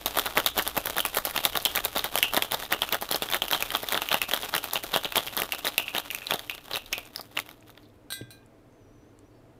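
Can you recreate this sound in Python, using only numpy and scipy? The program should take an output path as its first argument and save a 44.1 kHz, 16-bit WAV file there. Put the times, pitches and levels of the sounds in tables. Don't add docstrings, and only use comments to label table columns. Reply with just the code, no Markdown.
import sys
import numpy as np
from scipy import signal
from scipy.fft import rfft, irfft, next_fast_len
from scipy.io import wavfile

SR = 44100
rng = np.random.default_rng(int(sys.argv[2]) if len(sys.argv) > 2 else 0)


def to_wav(s):
    ch = np.atleast_2d(s).T
    pcm = np.round(np.clip(ch, -1, 1) * 32767)
    wavfile.write(sys.argv[1], SR, pcm.astype(np.int16))


N = 422904

# t/s, level/dB of a strewn cube
TURN_TIMES = [(0.076, -22), (0.185, -10.5), (0.266, -18.5), (0.38, -15.5), (0.478, -14), (0.588, -10),
              (0.677, -18.5), (0.787, -16.5), (0.874, -18), (0.987, -11.5), (1.059, -28), (1.171, -17),
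              (1.27, -18), (1.376, -15.5), (1.456, -13.5), (1.57, -16.5), (1.668, -21), (1.771, -12.5),
              (1.859, -15.5), (1.969, -14), (2.05, -20.5), (2.164, -13.5), (2.245, -20), (2.343, -7.5),
              (2.438, -23), (2.539, -11), (2.633, -23), (2.74, -18.5), (2.829, -21), (2.944, -12.5),
              (3.029, -30), (3.131, -14), (3.23, -23), (3.341, -21), (3.435, -20.5), (3.539, -22),
              (3.621, -29), (3.74, -19), (3.835, -24), (3.944, -16), (4.03, -38), (4.135, -14),
              (4.228, -27), (4.354, -15.5), (4.429, -23.5), (4.555, -15), (4.645, -25.5), (4.754, -25),
              (4.841, -21), (4.962, -17), (5.049, -19), (5.175, -11), (5.276, -25), (5.387, -19),
              (5.539, -41), (5.667, -15.5), (5.799, -25), (5.969, -15), (6.13, -53), (6.324, -16),
              (6.505, -27.5), (6.757, -19)]
# t/s, shaker level/dB, bottle level/dB
CLINK_TIMES = [(8.104, -25, -34), (8.1234, -23, -22.5), (8.306, -33, -64)]


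def from_db(db):
    return 10 ** (np.asarray(db) / 20)


def rms_one(x):
    return x / np.sqrt(np.mean(x ** 2) + 1e-20)


def in_time(rows):
    s, *columns = np.transpose(rows)
    return [np.interp(np.arange(N) / SR, s, c) for c in columns]


def band(x, low_hz, high_hz):
    return signal.sosfilt(signal.butter(2, [low_hz, min(high_hz, .45 * SR)], "band", fs=SR, output="sos"), x)


def colour(x, spectrum):
    size = next_fast_len(N)
    hz = np.maximum(np.arange(size // 2 + 1) * SR / size, 1)
    point_hz, point_db = np.array(spectrum).T
    gain = from_db(np.interp(np.log(hz), np.log(point_hz), point_db))
    return irfft(rfft(x, size) * gain, size)[:N]


def ring(clicks, hz, t60):
    r, w = from_db(-60 / (t60 * SR)), 2 * np.pi * hz / SR
    return signal.lfilter([0, np.sin(w)], [1, -2 * r * np.cos(w), r * r], clicks + 1e-18)


def add(out, s, grain):
    i = round(s * SR)
    out[i:i + len(grain)] += grain[:N - i]


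def cubes():
    # t/s, thud level/dB, cap ring f/Hz, ring level/dB, crack level/dB
    single_cubes = [(0.0596, -10, 3670, -11.5, -7), (0.146, -29, 2870, -33, -29.0),
                    (0.172, -5.5, 3570, -19, -10), (0.2581, -14, 3040, -31, -11.5),
                    (0.3736, 0.5, 2780, -13, -15), (0.3798, -9.5, 3270, -23, -9.5),
                    (0.4618, -9.5, 3650, -5, -1), (0.568, -13, 3530, -23.0, -29),
                    (0.5802, -32, 3470, -19, -9), (0.5897, -5, 3350, -25, -10),
                    (0.5956, -10.5, 2940, -15, -24), (0.624, -37.5, 2800, -43.5, -13.5),
                    (0.6766, -15, 3560, -33, -9.5), (0.77, -12.5, 3300, -34, -14),
                    (0.778, -9.5, 3520, -30, -8), (0.8583, -18.5, 3560, -26.5, -9.5),
                    (0.9672, -10, 3160, -27, -14.5), (0.9743, -25.5, 3640, -20, -26),
                    (0.9826, -5.5, 2760, -24, -7.5), (1.0084, -32.5, 3270, -37, -13.5),
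                    (1.0515, -12, 2520, -15, -12), (1.062, -23, 3150, -24.5, -10),
                    (1.148, -15, 2300, -38, -12), (1.1697, -7.5, 3200, -20.5, -6.5),
                    (1.1863, -12.5, 4400, -33.5, -12.5), (1.2514, -16, 3020, -23.5, -4.5),
                    (1.31, -21, 3970, -31, -17.5), (1.3626, -11, 3630, -22.5, -11),
                    (1.377, -11.5, 3600, -11, -16.5), (1.437, -23, 3700, -30, -24),
                    (1.4515, -14, 3660, -6.5, -2), (1.5318, -25, 2980, -23, -29),
                    (1.5571, -9, 3550, -21.5, -23.5), (1.5728, -9, 3640, -15, -8),
                    (1.601, -34, 4320, -26, -27), (1.626, -38, 4000, -37, -22.5),
                    (1.652, -22, 3350, -8.5, -1.5), (1.659, -11.5, 3110, -6.5, -16),
                    (1.7519, -15, 3160, -17, -17), (1.759, -23.5, 3660, -20.5, -5.5),
                    (1.7686, -10.5, 3800, -22, -20.5), (1.79, -18, 2830, -22, -24.5),
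                    (1.85, -18.5, 3670, -24.5, -4.5), (1.9617, -11, 3730, -17.0, -21),
                    (1.9725, -14, 3720, -16, -15), (2.0432, -13, 3220, -16.5, -10.5),
                    (2.1561, -5.5, 3020, -13, -5.5), (2.2279, -11.5, 2850, -1.5, -2),
                    (2.3362, -13, 3260, -21.0, -14), (2.3452, -10.5, 3600, -24.5, -14),
                    (2.423, -12, 3240, -9, -7.5), (2.512, -35, 3680, -20, -25),
                    (2.52, -16.5, 3600, -18, -28), (2.542, -9.5, 4180, -24, -24.0),
                    (2.626, -17.5, 3920, -38, -25), (2.6526, -38, 3670, -26, -35),
                    (2.7251, -3, 3480, -17.0, -5.0), (2.734, -11, 2850, -12.0, -27),
                    (2.8197, -11, 3210, -9.5, -14.5), (2.89, -21, 2700, -23, -19),
                    (2.9266, -9.5, 3680, -23, -13.5), (2.9448, -6.5, 3380, -19.5, -11),
                    (3.013, -24.5, 3300, -37.5, -19), (3.0236, -12, 3300, -27, -14.5),
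                    (3.09, -22.0, 3960, -23, -24.0), (3.1128, -11, 4000, -17.5, -6.5),
                    (3.131, -16.5, 3050, -27.5, -16), (3.1451, -10, 4300, -12, -25.5),
                    (3.222, -11, 3510, -13.5, -11), (3.288, -22, 3340, -23.5, -28),
                    (3.301, -22.0, 2380, -23, -17.0), (3.314, -20.0, 3540, -25, -18.0),
                    (3.3243, -15, 3500, -14, -15), (3.3359, -13.5, 3630, -11, -18.5),
                    (3.3456, -6, 3800, -23, -10.5), (3.352, -37, 3600, -21, -25.5),
                    (3.4199, -12.5, 3150, -11, -14.5), (3.4528, -21.0, 3530, -30, -25),
                    (3.4821, -28, 2960, -23.0, -17.0), (3.5123, -11.5, 3850, -17, -11),
                    (3.5254, -12, 3600, -24, -13.0), (3.532, -13, 3140, -6, -14),
                    (3.5473, -9, 3720, -20, -15), (3.5543, -21, 3280, -24, -19),
                    (3.6247, -13.5, 2520, -14, -9.5), (3.7045, -19, 3100, -18, -23),
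                    (3.7509, -6, 3480, -11, -25), (3.7583, -24, 3200, -18, -14),
                    (3.834, -14, 3190, -32, -33), (3.8871, -23, 3580, -17, -15.5),
                    (3.9232, -8.5, 3880, -18.5, -10), (3.9518, -9.5, 3600, -28, -22),
                    (4.019, -15, 2790, -15, -13.5), (4.0882, -21, 2920, -13.5, -16),
                    (4.115, -27, 3080, -12, -36), (4.127, -49, 3700, -12, -22),
                    (4.1434, -4, 2780, -10.5, -11), (4.217, -15, 2610, -9.5, -11),
                    (4.3124, -13.5, 2980, -15.5, -14.5), (4.336, -7.5, 3250, -10, -12),
                    (4.3437, -17.5, 3050, -23.5, -11), (4.432, -19, 3350, -18.5, -27.5),
                    (4.5402, -7, 4000, -15.5, -21), (4.5521, -13.0, 3000, -14.5, -18),
                    (4.564, -14, 2720, -22, -11), (4.6416, -19, 3720, -31, -15),
                    (4.7099, -29, 3770, -23, -29), (4.7342, -17, 3900, -34, -7.0),
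                    (4.7569, -11, 2820, -12, -21.5), (4.766, -22, 3050, -17.5, -30),
                    (4.8324, -31, 2800, -31, -26), (4.9432, -24.5, 3250, -11.5, -23),
                    (4.951, -21, 3320, -16, -23), (4.9616, -4.5, 2900, -12.5, -12.5),
                    (4.9722, -20.5, 3300, -18.0, -13.5), (5.0465, -29.5, 3740, -13, -41),
                    (5.1227, -17, 2620, -19, -21), (5.168, -9, 3200, -17, -9),
                    (5.1801, -10, 3300, -8.5, -20), (5.275, -30, 3200, -23, -40),
                    (5.3676, -16.5, 3300, -53, -9.5), (5.383, -15.5, 3280, -22, -33.5),
                    (5.401, -17, 3450, -22, -12), (5.4195, -8, 2900, -17.5, -8),
                    (5.5217, -26, 2740, -12, -11), (5.5325, -17.5, 3400, -24.5, -34.5),
                    (5.6477, -14.5, 3550, -19, -30), (5.6753, -16, 3950, -12.5, -19.5),
                    (5.78, -13.5, 2720, -4.5, -6), (5.8807, -35, 2620, -18, -45),
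                    (5.9494, -11.5, 2960, -16, -18), (5.9646, -17.5, 3030, -14.0, -21),
                    (5.9826, -15, 3760, -16, -14), (6.1036, -32.0, 2780, -21, -29),
                    (6.111, -36, 2360, -22, -17), (6.1482, -25, 2560, -19.5, -12),
                    (6.219, -45, 2530, -25, -42), (6.2693, -28, 3900, -17.5, -22),
                    (6.3086, -10.5, 3370, -10, -12.5), (6.3214, -8.5, 2740, -17.5, -29),
                    (6.358, -25, 3750, -27, -24), (6.3934, -23, 3600, -22, -21),
                    (6.476, -43, 3000, -37, -37), (6.4971, -29.0, 2700, -15, -21),
                    (6.5795, -27.5, 3520, -30.5, -38), (6.683, -29, 3000, -41, -36),
                    (6.7126, -21, 3260, -21.5, -25), (6.742, -18.5, 3830, -20, -25),
                    (6.7505, -20.5, 3650, -16, -26), (6.7582, -20, 2710, -15, -19.5),
                    (6.7687, -17.5, 3870, -21, -18), (6.8606, -39, 3800, -31, -36),
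                    (6.9293, -18, 2700, -13, -15), (6.933, -33, 2500, -13.5, -31),
                    (6.98, -21, 3280, -22, -19), (7.1603, -25, 3990, -44, -19),
                    (7.179, -34, 4490, -34.0, -36), (7.1949, -21.5, 4490, -44, -38),
                    (7.21, -45, 4600, -34, -21.5), (7.314, -39, 3050, -56, -46.5),
                    (7.3574, -48, 3770, -50, -36), (7.369, -32, 2060, -24, -40),
                    (7.3734, -16.5, 2830, -13, -22), (7.3897, -18.0, 2150, -15, -20.5),
                    (7.3994, -39, 3700, -25, -18), (7.4625, -34.5, 2670, -38, -37),
                    (7.4905, -35.0, 2200, -31, -30), (7.5127, -33, 3780, -37, -33),
                    (7.695, -33, 3820, -52, -60), (7.7027, -46, 3670, -39, -35),
                    (7.7762, -34, 3520, -37, -45)]
    per_turn = 2
    cap_spread_s, base_spread_s = 0.0071, .016
    ring_db, crack_db, uneven_db = -3.5, -2, 5.0
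    cap_low_hz, cap_high_hz = 2593, 4150
    s, db = np.repeat(TURN_TIMES, per_turn, axis=0).T
    spread_s = np.repeat(np.resize([cap_spread_s, base_spread_s], len(TURN_TIMES)), per_turn)
    when = np.clip(rng.standard_normal(len(s)), -1.6, 2)
    thud, clack, crack = uneven_db * np.clip(rng.standard_normal((len(s), 3)), -2, 1).T
    hz = cap_low_hz + (cap_high_hz - cap_low_hz) * rng.random(len(s))
    strewn = [s + spread_s * when, db + thud, hz, db + ring_db + clack, db + crack_db + crack]
    return np.vstack([single_cubes, np.transpose(strewn)])


def blows(ice, edge_db=-10.0, linger_db=-20.0, free_hz=2900.0, grip_db_per_khz=9.0):
    grip_s, grip_db = 7.1, -16
    out, t = np.zeros(N), np.arange(8000) / SR
    luck, noise = rng.random((len(ice), 3)), rng.standard_normal((len(ice), len(t)))
    cracks = band(noise[:, :600] * from_db(-60 * t[:600] / 0.0021), 10300, 15700)
    edges = band(noise[:, -600:] * from_db(-60 * t[:600] / 0.006), 4500, 7000)
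    for (s, thud_db, hz, ring_db, crack_db), chance, crack, edge, hiss in zip(ice, luck, cracks, edges, noise):
        wall_hz = 500 * 4.72 ** chance[0]
        wall = np.sin(2 * np.pi * (wall_hz * t + chance[1])) * from_db(-60 * t / 0.0051)
        second_hz = hz * (0.66 + 0.65 * chance[2])
        cap = np.sin(2 * np.pi * hz * t) + from_db(-5.5) * np.sin(2 * np.pi * second_hz * t)
        cap *= from_db(-60 * t / 0.0096)
        crowd = rms_one(band(band(hiss, hz / 1.11, hz * 1.11), hz / 1.11, hz * 1.11))
        crowd *= from_db(-60 * t / 0.28) * np.minimum(t / 0.0014, 1)
        finger_db = grip_db_per_khz * max(hz - free_hz, 0) / 1000
        drink_db = 0.33 * max(thud_db + 21.5 - ring_db, 0)
        cap += from_db(linger_db + grip_db * (s > grip_s) - finger_db - drink_db) * crowd
        thud_and_clack = from_db(thud_db) * wall + from_db(ring_db) * cap
        add(out, s, thud_and_clack * np.minimum(t / 0.00033, 1))
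        add(out, s, from_db(crack_db) * crack / np.abs(crack).max())
        add(out, s, from_db((crack_db + ring_db) / 2 + edge_db) * edge / np.abs(edge).max())
    return band(out, 160.0, 19000)


def ice_grit(per_s=1000.0):
    # f/Hz, relative level/dB per Hz
    chip_colour = [(71, -52.5), (120, -15.5), (205, -15.5), (624, -1.5), (1540, 3), (2280, 5), (2810, 6),
                   (3740, 9.5), (4790, 2.5), (8020, -4.5), (14000, 2.5), (15500, -1.5), (16500, -29.5)]
    sizes = from_db(4.5 * np.minimum(rng.exponential(1, N), 3)) * rng.choice([-1, 1], N)
    sizes *= rng.random(N) < per_s / SR
    clicks = np.zeros(N)
    for hz in np.geomspace(250, 15000, 12):
        strengths = from_db(8.0 * np.clip(rng.standard_normal(N), -3, 1.5))
        clicks += ring(sizes * strengths, hz, 4 / hz) * np.sqrt(hz)
    return rms_one(colour(rms_one(clicks) + from_db(-12.0) * rng.standard_normal(N), chip_colour))


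def slosh_power():
    # t/s, level/dB before spurts and flight
    slosh_levels = [(0, -38), (1, -40), (2, -39), (3, -41.5), (4, -38), (5, -40.5), (5.7, -39.5),
                    (6.2, -43.5), (6.7, -47.5), (7.1, -48.5), (7.5, -58.5), (7.8, -62), (8.05, -81)]
    flight_db_per_s, flight_s, turn_lead_s = -70.0, .1, .017
    t = np.arange(N) / SR
    lumps = rms_one(band(rng.standard_normal(N), 1.9, 25))
    starts = np.append(-1, np.array(TURN_TIMES)[:, 0] - turn_lead_s)
    since_turn = t - starts[np.searchsorted(starts, t) - 1]
    flight = np.minimum(since_turn, flight_s) - flight_s / 2
    db = in_time(slosh_levels)[0] + flight_db_per_s * flight + 4.0 * lumps
    return from_db(2 * db) * (np.arange(N) < slosh_levels[-1][0] * SR)


def chips(ice, lead_db=-3.0, lead_s=0.0049):
    # from f/Hz, to f/Hz (held by band), level/dB, scatter t/s
    swarms = [(19.3, 1550, -12.5, 0.007), (2220, 3630, -16, 0.0084), (5145, 39700, -17.5, 0.0073)]
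    grit, slosh = ice_grit(), slosh_power()
    shocks = np.zeros((3, N))
    shocks[:, (ice[:, 0] * SR).astype(int)] = from_db(2 * ice[:, [1, 3, 4]]).T
    turn_s = np.array(TURN_TIMES)[:, 0]
    at_base = np.round(np.interp(np.arange(N) / SR, turn_s, np.arange(len(turn_s)))) % 2
    backwards = (shocks[0] * at_base)[::-1]
    ahead = signal.lfilter([1], [1, -np.exp(-1 / (lead_s * SR))], backwards)[::-1]
    ahead = from_db(2 * lead_db) * ahead
    out = np.zeros(N)
    for shock, (low_hz, high_hz, db, scatter_s) in zip(shocks, swarms):
        behind = signal.lfilter([1], [1, -np.exp(-1 / (scatter_s * SR))], shock)
        power = from_db(2 * db) * (behind + ahead) + slosh
        out += np.sqrt(power) * band(grit, low_hz, high_hz)
    return out


def clinks():
    # f/Hz, relative level/dB, t60/s
    shaker_modes = [(1585, -1.5, 0.44), (2441, -12, 0.51), (3980, -1.5, 0.22), (4240, 0, 0.16),
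                    (5900, -11, 0.3), (8150, -5, 0.12), (8823, 2.5, 0.14), (9130, -12.5, .14),
                    (11100, -8, .08), (12700, -3, 0.077), (15070, -22, .09)]
    # f/Hz, relative level/dB, t60/s
    bottle_modes = [(1570, -8, 0.4), (2010, -8, 0.38), (3370, -0.5, 0.42), (3790, 7, 0.27), (4000, 6, 0.12),
                    (4670, -8, 0.25), (5460, -17, 0.31), (7700, -3, 0.23), (8480, -1, 0.19),
                    (10270, -13, 0.2), (12400, 3, 0.14), (13570, -8, 0.12)]
    out, at = np.zeros(N), [round(row[0] * SR) for row in CLINK_TIMES]
    start = min(at)
    for column, modes in enumerate([shaker_modes, bottle_modes], 1):
        clink_db = np.array(CLINK_TIMES)[:, column]
        for hz, db, t60 in modes:
            for split, split_db in ((-.011, -19.5), (0, 3), (.016, -9), (.037, -10)):
                clicks = np.zeros(N)
                scatter_db = rng.normal(0, 2, len(at))
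                clicks[at] = from_db(clink_db + db + split_db - 20.5 + scatter_db)
                out[start:] += ring(clicks[start:], hz * (1 + split), t60)
    return out


def jangle(jangle_db=-15.5):
    out, t = np.zeros(N), np.arange(SR // 4) / SR
    for s, shaker_db, _ in CLINK_TIMES:
        low = band(rng.standard_normal(len(t)), 1670, 5400)
        high = band(rng.standard_normal(len(t)), 8800, 16500)
        add(out, s, from_db(shaker_db + jangle_db - 60 * t / 0.2) * (low + high))
    return out


def counter_knock():
    # t/s, level/dB
    landings = [(8.2106, -36)]
    # f/Hz, relative level/dB, t60/s
    counter_modes = [(118, -0.5, 0.27), (196, -6.5, 0.13), (285, 5.5, 0.055), (455, 9.5, 0.014)]
    knock, out = np.zeros(N), np.zeros(N)
    for s, db in landings:
        add(knock, s, -from_db(db) * np.hanning(40) / 20)
    for k, (hz, db, t60) in enumerate(counter_modes):
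        out += from_db(db) * ring(knock, hz, t60) * (-1) ** k
    return out


def bright_snaps():
    # t/s, peak level/dB, f/Hz, width/octaves, t60/s
    snap_rows = [(6.9272, -16.5, 5760, 0.4, 0.012), (7.0543, -35, 7500, .8, 0.0072),
                 (7.1601, -18, 4570, 0.42, 0.0052), (7.1791, -34, 4950, 0.27, 0.011),
                 (7.186, -49, 4900, 0.25, .012), (7.194, -34, 4950, 0.27, 0.01),
                 (7.21, -27, 4700, 0.26, .008), (7.608, -47, 7650, 0.48, .008),
                 (7.6254, -46, 2200, 0.84, .008), (7.751, -45, 3000, .9, .008),
                 (7.8306, -52, 4110, 0.36, .06), (7.853, -53, 3870, 0.27, .04),
                 (7.8999, -57, 3800, 0.28, .01), (8.215, -42, 2500, 0.77, .02), (8.377, -56, 3700, .3, .01),
                 (8.43, -56, 3200, 0.43, .01), (8.4607, -52, 9000, .6, .008), (8.725, -60, 6200, .6, .008),
                 (9.19, -42, 5500, 1.6, .006)]
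    out, t = np.zeros(N), np.arange(3000) / SR
    for s, db, hz, octaves, t60 in snap_rows:
        reach = 2 ** (octaves / 2)
        snap = band(rng.standard_normal(len(t)) * from_db(-60 * t / t60), hz / reach, hz * reach)
        add(out, s, from_db(db) * snap / np.abs(snap).max())
    return out


def squeaks():
    # t/s, f/Hz, level/dB before a common lift and flutter
    squeak_paths = [
        [(8.69, 6180, -89.5), (8.71, 6360, -84), (8.79, 6170, -82), (8.85, 5810, -79), (8.915, 5840, -79.5),
         (8.945, 6100, -80), (9.005, 5840, -77.5), (9.09, 6230, -81), (9.165, 5600, -91.5)],
        [(9.13, 4560, -95), (9.185, 4250, -81.5), (9.235, 4450, -87)],
        [(9.235, 5730, -89), (9.26, 5800, -78), (9.3, 5960, -83)],
        [(9.3, 4650, -83.5), (9.33, 4450, -86), (9.36, 4600, -80), (9.41, 4520, -88)],
        [(9.34, 5100, -86), (9.375, 5350, -82.5), (9.4, 5300, -88)],
    ]
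    out, t = np.zeros(N), np.arange(N) / SR
    for rows in squeak_paths:
        hz, db = in_time(rows)
        fade = np.clip(np.minimum(t - rows[0][0], rows[-1][0] - t) / .01, 0, 1)
        flutter_db = 2.4 * rms_one(band(rng.standard_normal(N), 11, 60))
        tone = np.sin(2 * np.pi * np.cumsum(hz) / SR)
        out += fade * from_db(db + 3.5 + flutter_db) * tone
    return out


def bar_room(x, first_s=0.0013):
    # centre f/Hz, t60/s, level/dB
    echo_bands = [(152, 0.15, -27), (500, 0.12, -10.5), (1300, 0.079, -10), (3000, 0.16, -21.5),
                  (6500, 0.15, -12.5), (13000, 0.08, -13)]
    t = np.arange(SR // 2) / SR
    echoes = np.zeros(len(t))
    for hz, t60, db in echo_bands:
        tail = band(rng.standard_normal(len(t)), hz / np.sqrt(2), hz * np.sqrt(2))
        tail *= from_db(-60 * t / t60) * (t > first_s)
        echoes += from_db(db) * tail / np.sqrt(np.sum(tail ** 2) * SR / hz)
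    return signal.fftconvolve(x, echoes)[:N]


def arm_rumble():
    # t/s, level/dB
    rumble_levels = [(0, -50.5), (5.3, -57.5), (6.5, -67.5), (6.94, -54.5), (7.3, -86.5), (9.59, -70)]
    return from_db(in_time(rumble_levels)[0]) * rms_one(band(rng.standard_normal(N), 12.0, 60.0))


def cooler_hum():
    # f/Hz, width/Hz, level/dB
    hum_tones = [(106, 4.7, -65), (240, 24, -67.5), (299, 20, -61), (660, 14, -70.5)]
    out = np.zeros(N)
    for hz, width_hz, db in hum_tones:
        t60 = np.log(1000) / (np.pi * width_hz)
        out += from_db(db) * rms_one(ring(rng.standard_normal(N), hz, t60))
    return out


def air_noise(level_db=-57.5):
    # f/Hz, relative level/dB per Hz
    air_colour = [(18, -29), (30, -6.5), (76, -14), (118, -4.5), (185, -22.5), (298, -12.5), (323, -18),
                  (368, -12), (432, -11), (694, -19), (1420, -27), (5890, -42.5), (16500, -46.5)]
    return from_db(level_db) * rms_one(colour(rng.standard_normal(N), air_colour))


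def scene():
    ice = cubes()
    near = blows(ice) + chips(ice) + clinks() + jangle() + counter_knock() + bright_snaps()
    background = arm_rumble() + cooler_hum() + air_noise()
    return (near + bar_room(near) + squeaks() + background)[None]


def record(dry):
    rounded = .75 * np.tanh(dry / .75)
    top_cut = signal.cheby2(14, 90, 16900, fs=SR, output="sos")
    return signal.sosfilt(top_cut, rounded)


dry = scene()
out = record(dry)
to_wav(out)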